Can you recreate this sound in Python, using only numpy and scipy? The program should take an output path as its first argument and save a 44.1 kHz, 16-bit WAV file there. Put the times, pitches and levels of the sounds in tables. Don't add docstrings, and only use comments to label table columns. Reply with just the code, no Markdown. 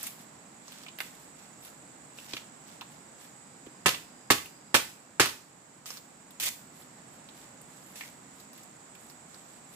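import sys
import numpy as np
from scipy import signal
from scipy.fft import rfft, irfft
from scipy.io import wavfile

SR = 44100
rng = np.random.default_rng(int(sys.argv[2]) if len(sys.argv) > 2 else 0)


def pcm_store(signal):
    levels = np.round(np.clip(np.atleast_2d(signal), -1, 1) * 32767)
    wavfile.write(sys.argv[1], SR, levels.astype(np.int16).T)


N = 429975
TIME = np.arange(N) / SR

# (pitch [Hz], level [dB], t60 [s])
STRIP_MODES = [(61.7, -16, 0.0966), (123.8, -16, 0.29), (247, -4.5, 0.1), (321, -3.5, 0.13),
               (388.4, -4, 0.13), (537, -3, 0.047), (808.4, 10, 0.14), (1040, -10, 0.083),
               (1250, -13, 0.135), (1279, 12, 0.077), (1538, -8.5, 0.285), (1637, -5, 0.125),
               (1738.4, 11.5, 0.14), (2099, -15.5, 0.17), (2410, 9, 0.15), (2530, 9, 0.183),
               (2550, -3, 0.205), (2910, -14.5, .18), (3670, -43, .22), (4538, -1.5, 0.194), (5250, 1, 0.2),
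               (5612, -18.5, .22)]
# (frequency [Hz], level [dB])
BITE_TONE = [(60, -29), (170, -5), (350, 2), (560, -7), (900, -1), (1600, 2.5), (2600, 1.5), (4500, -8.5),
             (7500, -8), (11000, -15.5), (15000, -18.5)]
RATTLE_TONE = [(120, -11), (350, 6.5), (600, 2), (1000, 3.5), (1700, 5), (2600, 4.5), (4500, 1),
               (8000, -2.5), (15000, -14)]
# (time [s], bite [dB], knock [dB], knock's first pitch [Hz], ring [dB],
# rattle [dB], rattle t60 [s])
CHOPS = [(3.859, -19, -18, 1636, -24, -24.5, 0.18), (4.3023, -19, -14.5, 2350, -22.5, -22.5, 0.1),
         (4.7425, -17, -26, 2420, -26.5, -21.5, 0.12), (5.1973, -19, -15.5, 1876, -25, -21, 0.21)]
def chops(travel_s=0.00596, knock_t60=0.02, bite_t60=0.036, crush_s=0.0072, rattle_rise_s=0.028):
    out, t = np.zeros((2, N)), TIME[:SR // 2]
    for start, bite_db, knock_db, knock_hz, ring_db, rattle_db, rattle_t60 in CHOPS:
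        knock = -np.sin(2 * np.pi * knock_hz * t / (1 + t / travel_s)) * fade(t, knock_t60)
        bite = crackle(per_s=4500, spread_db=0.5, size=len(t))
        bite *= fade(np.maximum(t - crush_s, 0), bite_t60)
        rattle = crackle(per_s=1800, spread_db=3.0, size=len(t))
        rattle *= fade(t, rattle_t60) * (1 - fade(t, rattle_rise_s))
        add(out, start, from_db(knock_db) * with_energy(knock, 0.0044))
        add(out, start, from_db(bite_db) * with_energy(colour(bite, BITE_TONE), 0.021))
        add(out, start, from_db(ring_db) * with_energy(ring(t, STRIP_MODES), 0.007))
        add(out, start, from_db(rattle_db) * with_energy(colour(rattle, RATTLE_TONE), 0.07))
    return out


def ring(t, modes, scatter_db=1.0):
    hz, db, t60 = np.array(modes).T[:, :, None]
    strength = from_db(db + scatter_db * rng.standard_normal(hz.shape))
    strength[1::2] *= -1
    detune = 1 + 0.003 * rng.standard_normal(hz.shape)
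    return np.sum(strength * np.sin(2 * np.pi * hz * detune * t) * fade(t, t60), axis=0)


# (time [s], wood [dB], snap [dB], ring pitch [Hz], ring width [Hz])
CLICKS = [(0.03, -55, -34, 4500, 4000), (.038, -42.5, -51, 4950, 4000), (0.068, -45, -34.5, 2000, 2000),
          (.681, -47, -59, 5470, 4000), (0.7207, -48.5, -49, 2900, 2000), (.834, -49.5, -54, 3480, 3000),
          (0.8638, -45.5, -65, 2400, 800), (0.884, -45, -63, 2730, 1600), (0.9872, -42, -43, 1790, 2500),
          (1.004, -33, -37.5, 1690, 2400), (1.012, -44, -42, 1410, 1500), (1.6497, -52.5, -48, 3000, 3000),
          (2.1862, -45, -57.5, 2700, 900), (2.3346, -34, -58, 2440, 3600), (2.3677, -36.5, -50, 2300, 2200),
          (2.811, -41.5, -50, 2670, 2500), (2.817, -44.5, -61.5, 930, 600), (3.665, -55, -62, 1980, 2500),
          (3.8905, -27, -29.5, 3200, 3500), (3.944, -35.5, -49, 2600, 2200), (4.3097, -33, -24, 2620, 1500),
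          (4.318, -24, -34, 4000, 4000), (4.383, -40, -50.5, 2610, 1200), (4.458, -47, -50, 2450, 900),
          (4.7552, -27, -24.5, 3000, 4000), (5.259, -34, -32, 3300, 2980),
          (5.293, -39.5, -45.5, 3500, 3000), (5.858, -43, -62.5, 4300, 3000),
          (5.9044, -39, -49, 5120, 2500), (5.9716, -45, -58.5, 4000, 3000), (6.307, -55, -52, 3000, 3000),
          (6.4, -39, -35, 3000, 3500), (6.472, -35.5, -46, 3400, 1800), (6.8212, -57, -58, 3000, 3000),
          (7.2884, -50.5, -61, 3120, 2500), (7.614, -55, -54, 9300, 1200), (8.0093, -39, -57, 2020, 800),
          (8.036, -47, -62.5, 2020, 500), (8.4, -52.5, -52, 4000, 4000), (8.5318, -55, -51, 5000, 4000),
          (8.5778, -57, -53, 3000, 3000), (8.632, -56, -54, 5000, 4000), (8.9517, -54.5, -56, 1960, 2500),
          (9.0994, -51.5, -51.5, 4700, 3000), (9.344, -50.5, -56, 4400, 3000)]
def clicks(chatter_t60=0.047, first_spike=5.4, snap_hz=9500, hollow_hz=1100, hollow_db=-2.0):
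    out, t = np.zeros((2, N)), TIME[:SR // 10]
    for start, wood_db, snap_db, hz, width_hz in CLICKS:
        crack = crackle(per_s=5500, spread_db=4.5, size=len(t)) * fade(t, chatter_t60)
        crack[:, 0] += first_spike
        wood = with_energy(resonate_twice(crack, hz, width_hz), 0.012)
        hollow = with_energy(resonate(crack, hollow_hz, width_hz=810), 0.0048)
        snap = with_energy(resonate(np.diff(crack, prepend=0), snap_hz, width_hz=9000), 0.01)
        add(out, start, from_db(wood_db) * (wood + from_db(hollow_db) * hollow) + from_db(snap_db) * snap)
    return out


# (time [s], level [dB])
THUDS = [(1.004, -57), (2.334, -42), (3.666, -45.5), (3.862, -27.5), (4.304, -23.5), (4.747, -28),
         (5.2, -25)]
def thuds(soil_damping=2.0, mode_count=6):
    out = np.zeros((2, N))
    low_modes = [(hz, db, t60 / soil_damping) for hz, db, t60 in STRIP_MODES[:mode_count]]
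    for start, db in THUDS:
        add(out, start, from_db(db) * with_energy(ring(TIME[:SR // 5], low_modes), 0.015))
    return out


# (frequency [Hz], level [dB])
TEAR_TONE = [(300, -9), (700, -6.5), (1300, -3), (1900, 5.5), (2800, 5.5), (4500, 3), (7500, 5), (10000, 0),
             (14500, 0.5)]
# (start [s], end [s], first level [dB], last level [dB])
TEARS = [(0.0, 0.095, -49, -44), (5.859, 5.996, -45.5, -53), (6.399, 6.496, -36, -29),
         (7.956, 8.086, -48, -61)]
def tears(let_go_t60=0.06, gain_db=4.5):
    out = np.zeros((2, N))
    for start, end, first_db, last_db in TEARS:
        t = TIME[:int((end - start) * SR) + 2]
        pull = from_db(np.linspace(first_db, last_db, len(t)) + gain_db)
        let_go = 1 - fade(t[::-1], let_go_t60)
        add(out, start, pull * let_go * crackle(per_s=2500, spread_db=2.5, size=len(t)))
    return rms_one(colour(out, TEAR_TONE)) * np.std(out)


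# (frequency [Hz], level [dB])
SCRAPE_TONE = [(800, -9), (1800, 5), (2700, 4.5), (4000, 5), (6000, 3.5), (9000, -6.5)]
LEAF_TONE = [(4000, -4.5), (7000, -19), (11000, 6), (15000, -5)]
# (start [s], length [s], scrape [dB], leaf rustle [dB])
SLIDES = [(0.0, 0.12, -52.5, -50), (.195, 0.02, -57, -55), (.68, .16, -52.5, -70),
          (1.025, 0.043, -49.5, -53), (1.12, .13, -59.5, -59), (1.39, 0.05, -56.5, -63),
          (1.64, 0.034, -53.5, -50), (2.18, .1, -52.5, -56), (2.3, .07, -45.5, -57),
          (2.68, .05, -54.5, -64), (2.92, .02, -59, -63), (3.22, 0.035, -55, -55),
          (6.76, 0.053, -61, -54.5), (7.12, .04, -64, -62), (7.37, .07, -56.5, -58), (7.72, 0.11, -61, -60),
          (7.87, 0.044, -61, -53.5), (7.965, .12, -53.5, -52.5), (8.36, 0.065, -62, -60),
          (8.56, 0.052, -58, -64), (9.0, 0.11, -63, -59), (9.3, .28, -62.5, -66), (9.73, .02, -58, -52)]
def slides(scrape_gain_db=-1.0, leaf_gain_db=-4.0, catch_db=-8, rise_db_per_s=310, fall_db_per_s=250):
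    scrape = rms_one(colour(crackle(per_s=1200, spread_db=4.0, size=N), SCRAPE_TONE))
    leaves = rms_one(colour(crackle(per_s=700, spread_db=5.0, size=N), LEAF_TONE))
    catches = rms_one(resonate(crackle(per_s=45, spread_db=3.0, size=N), hz=4500, width_hz=6000))
    scrape += from_db(catch_db) * catches
    scrape_db, leaf_db = -80, -76
    for start, length, push_db, rustle_db in SLIDES:
        rise_db = rise_db_per_s * (TIME - start)
        fall_db = fall_db_per_s * (start + length - TIME)
        swell_db = np.minimum(rise_db, fall_db).clip(max=0)
        scrape_db = np.maximum(scrape_db, push_db + swell_db)
        leaf_db = np.maximum(leaf_db, rustle_db + swell_db)
    return from_db(scrape_db + scrape_gain_db) * scrape + from_db(leaf_db + leaf_gain_db) * leaves


# (frequency [Hz], level [dB])
ECHO_TONE = [(100, -5.5), (400, -13.5), (1200, -8.5), (3000, -9.5), (7000, -9.5), (14000, -7.5)]
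# (frequency [Hz], t60 [s])
ECHO_T60 = [(100, 0.43), (1000, 0.26), (3000, 0.335), (7000, 0.408), (14000, 0.375)]
# (frequency [Hz], level [dB])
LEFT_SHADE = [(100, -1.5), (450, -2), (1000, -4), (2500, -3), (4500, -4), (8000, -2.5), (12000, -.5)]
def among_trees(sound, build_s=0.008, left_lag_ms=0.11):
    echo, edges_hz = 0, np.geomspace(60, 17000, num=9)
    for low, high in zip(edges_hz, edges_hz[1:]):
        band = signal.butter(2, [low, high], "band", fs=SR, output="sos")
        t60 = at_hz(ECHO_T60, np.sqrt(low * high))
        echo = echo + signal.sosfilt(band, reflections(t60, build_s))
    paths = from_all_sides(echo, ECHO_TONE)[:, :SR // 2]
    paths[0, round(left_lag_ms * SR / 1000)] += 1
    paths[1, 0] += 1
    left, right = signal.fftconvolve(sound, paths, axes=1)[:, :N]
    return np.array([colour(left, LEFT_SHADE), right])


def reflections(t60, build_s):
    t = TIME[:int(0.6 * SR)]
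    shape = fade(t, t60) * (1 - fade(t, build_s))
    sides = [grains(per_s=7400, spread_db=1.5, size=len(t)) * shape for side in "LR"]
    return np.array([with_energy(side, 1 / SR) for side in sides])


# (pitch [Hz], width [Hz], relative level [dB])
INSECTS = [(5360, 220, -26), (6980, 500, 4), (7100, 200, -12), (7420, 290, 3.5), (7850, 220, 3),
           (7973, 60, 2.5), (8305, 310, 1.5)]
def insects(times, level_db, left_db=-0.5, right_db=5.5):
    chorus = np.zeros((2, N))
    for side in chorus:
        for hz, width_hz, db in INSECTS:
            ticks = grains(per_s=1800, spread_db=4.0, size=N)
            side += from_db(db) * rms_one(resonate_twice(ticks, hz, width_hz))
    return rms_one(chorus) * from_db(np.interp(TIME, times, level_db)) * from_db([[left_db], [right_db]])


# (time [s], level [dB])
WHINE = [(2.2, -82), (3.4, -76.5), (4.7, -68), (5.1, -83)]
def lone_insect(hz=4930, width_hz=200):
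    buzz = resonate_twice(crackle(per_s=3000, spread_db=1.0, size=N), hz, width_hz)
    times, level_db = np.transpose(WHINE)
    return rms_one(buzz) * np.interp(TIME, times, from_db(level_db), left=0, right=0)


# (frequency [Hz], level [dB])
AIR_TONE = [(25, -35), (55, -13.5), (90, -12.5), (135, 0.5), (250, 1.5), (400, -6), (800, -3.5),
            (2000, -10.5), (3200, -17.5), (6000, -17.5), (9500, -26), (15000, -33.5)]
def air(times, level_db, gain_db=3.5):
    left, right = from_all_sides(rng.standard_normal((2, N)), AIR_TONE)
    hush = rms_one(np.array([colour(left, LEFT_SHADE), right]))
    return hush * from_db(np.interp(TIME, times, level_db) + gain_db)


# (frequency [Hz], likeness [0 to 1])
LIKENESS = [(60, 1), (290, 0.82), (640, 0.19), (1400, 0.026), (15000, 0.085)]
def from_all_sides(pair, tone):
    size = pair.shape[1]
    hz = np.arange(size // 2 + 1) * SR / size
    alike = at_hz(LIKENESS, hz)
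    mid, side = rfft(pair) * from_db(at_hz(tone, hz))
    return irfft(np.sqrt((1 + alike) / 2) * mid + np.sqrt((1 - alike) / 2) * side * [[1], [-1]], size)


def crackle(per_s, spread_db, size, apart_hz=1900, apart_db=-1.0):
    treble = signal.butter(2, apart_hz, "high", fs=SR, output="sos")
    apart = signal.sosfilt(treble, grains(per_s, spread_db, size))
    return rms_one(grains(per_s, spread_db, size) + from_db(apart_db) * apart * [[1], [-1]])


def grains(per_s, spread_db, size):
    strength = from_db(spread_db * np.minimum(rng.exponential(1, size), 4))
    return rms_one(strength * rng.choice([-1, 1], size) * (rng.random(size) < per_s / SR))


def colour(x, tone, size=4096):
    hz = np.arange(size // 2 + 1) * SR / size
    cepstrum = irfft(np.log(from_db(at_hz(tone, hz))))
    cepstrum[1:size // 2] *= 2
    cepstrum[size // 2 + 1:] = 0
    response = np.array(irfft(np.exp(rfft(cepstrum))), ndmin=x.ndim)
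    return signal.fftconvolve(x, response, axes=-1)[..., :x.shape[-1]]


def resonate(x, hz, width_hz):
    r = np.exp(-np.pi * width_hz / SR)
    feedback = [1, -2 * r * np.cos(2 * np.pi * hz / SR), r * r]
    return signal.lfilter(np.array([1, 0, -1]) * (1 - r * r) / 2, feedback, x + 1e-18)


def resonate_twice(x, hz, width_hz):
    return resonate(resonate(x, hz, width_hz), hz, width_hz)


def from_db(db):
    return 10 ** (np.asarray(db) / 20)


def rms_one(x):
    return x / np.sqrt(np.mean(x ** 2) + 1e-20)


def with_energy(x, seconds):
    return x * np.sqrt(seconds * SR / (np.mean(x ** 2) * x.shape[-1] + 1e-20))


def at_hz(table, hz):
    row_hz, values = np.transpose(table)
    return np.interp(np.log(np.maximum(hz, 1)), np.log(row_hz), values)


def fade(t, t60):
    return np.exp(-np.log(1000) * t / t60)


def add(track, start, sound):
    i = int(round(start * SR))
    track[:, i:i + sound.shape[-1]] += sound[..., :N - i]


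# (time [s], insects [dB], air [dB])
BACKGROUND_LEVELS = [(0.0, -61, -55.5), (0.46, -60, -57), (1.25, -59, -57), (2.96, -59.5, -56.5),
                     (3.42, -59, -57.5), (3.99, -61, -57), (5.62, -63, -60), (6.98, -60, -56.5),
                     (9.75, -59, -57.5)]
def scene():
    times, insect_db, air_db = np.transpose(BACKGROUND_LEVELS)
    work = chops() + clicks() + thuds() + tears() + slides()
    return among_trees(work) + air(times, air_db) + insects(times, insect_db) + lone_insect()


def record(dry, cutoff_hz=15350):
    low_pass = signal.ellip(12, 0.1, 80, cutoff_hz, fs=SR, output="sos")
    return signal.sosfilt(low_pass, np.tanh(dry))


dry = scene()
out = record(dry)
pcm_store(out)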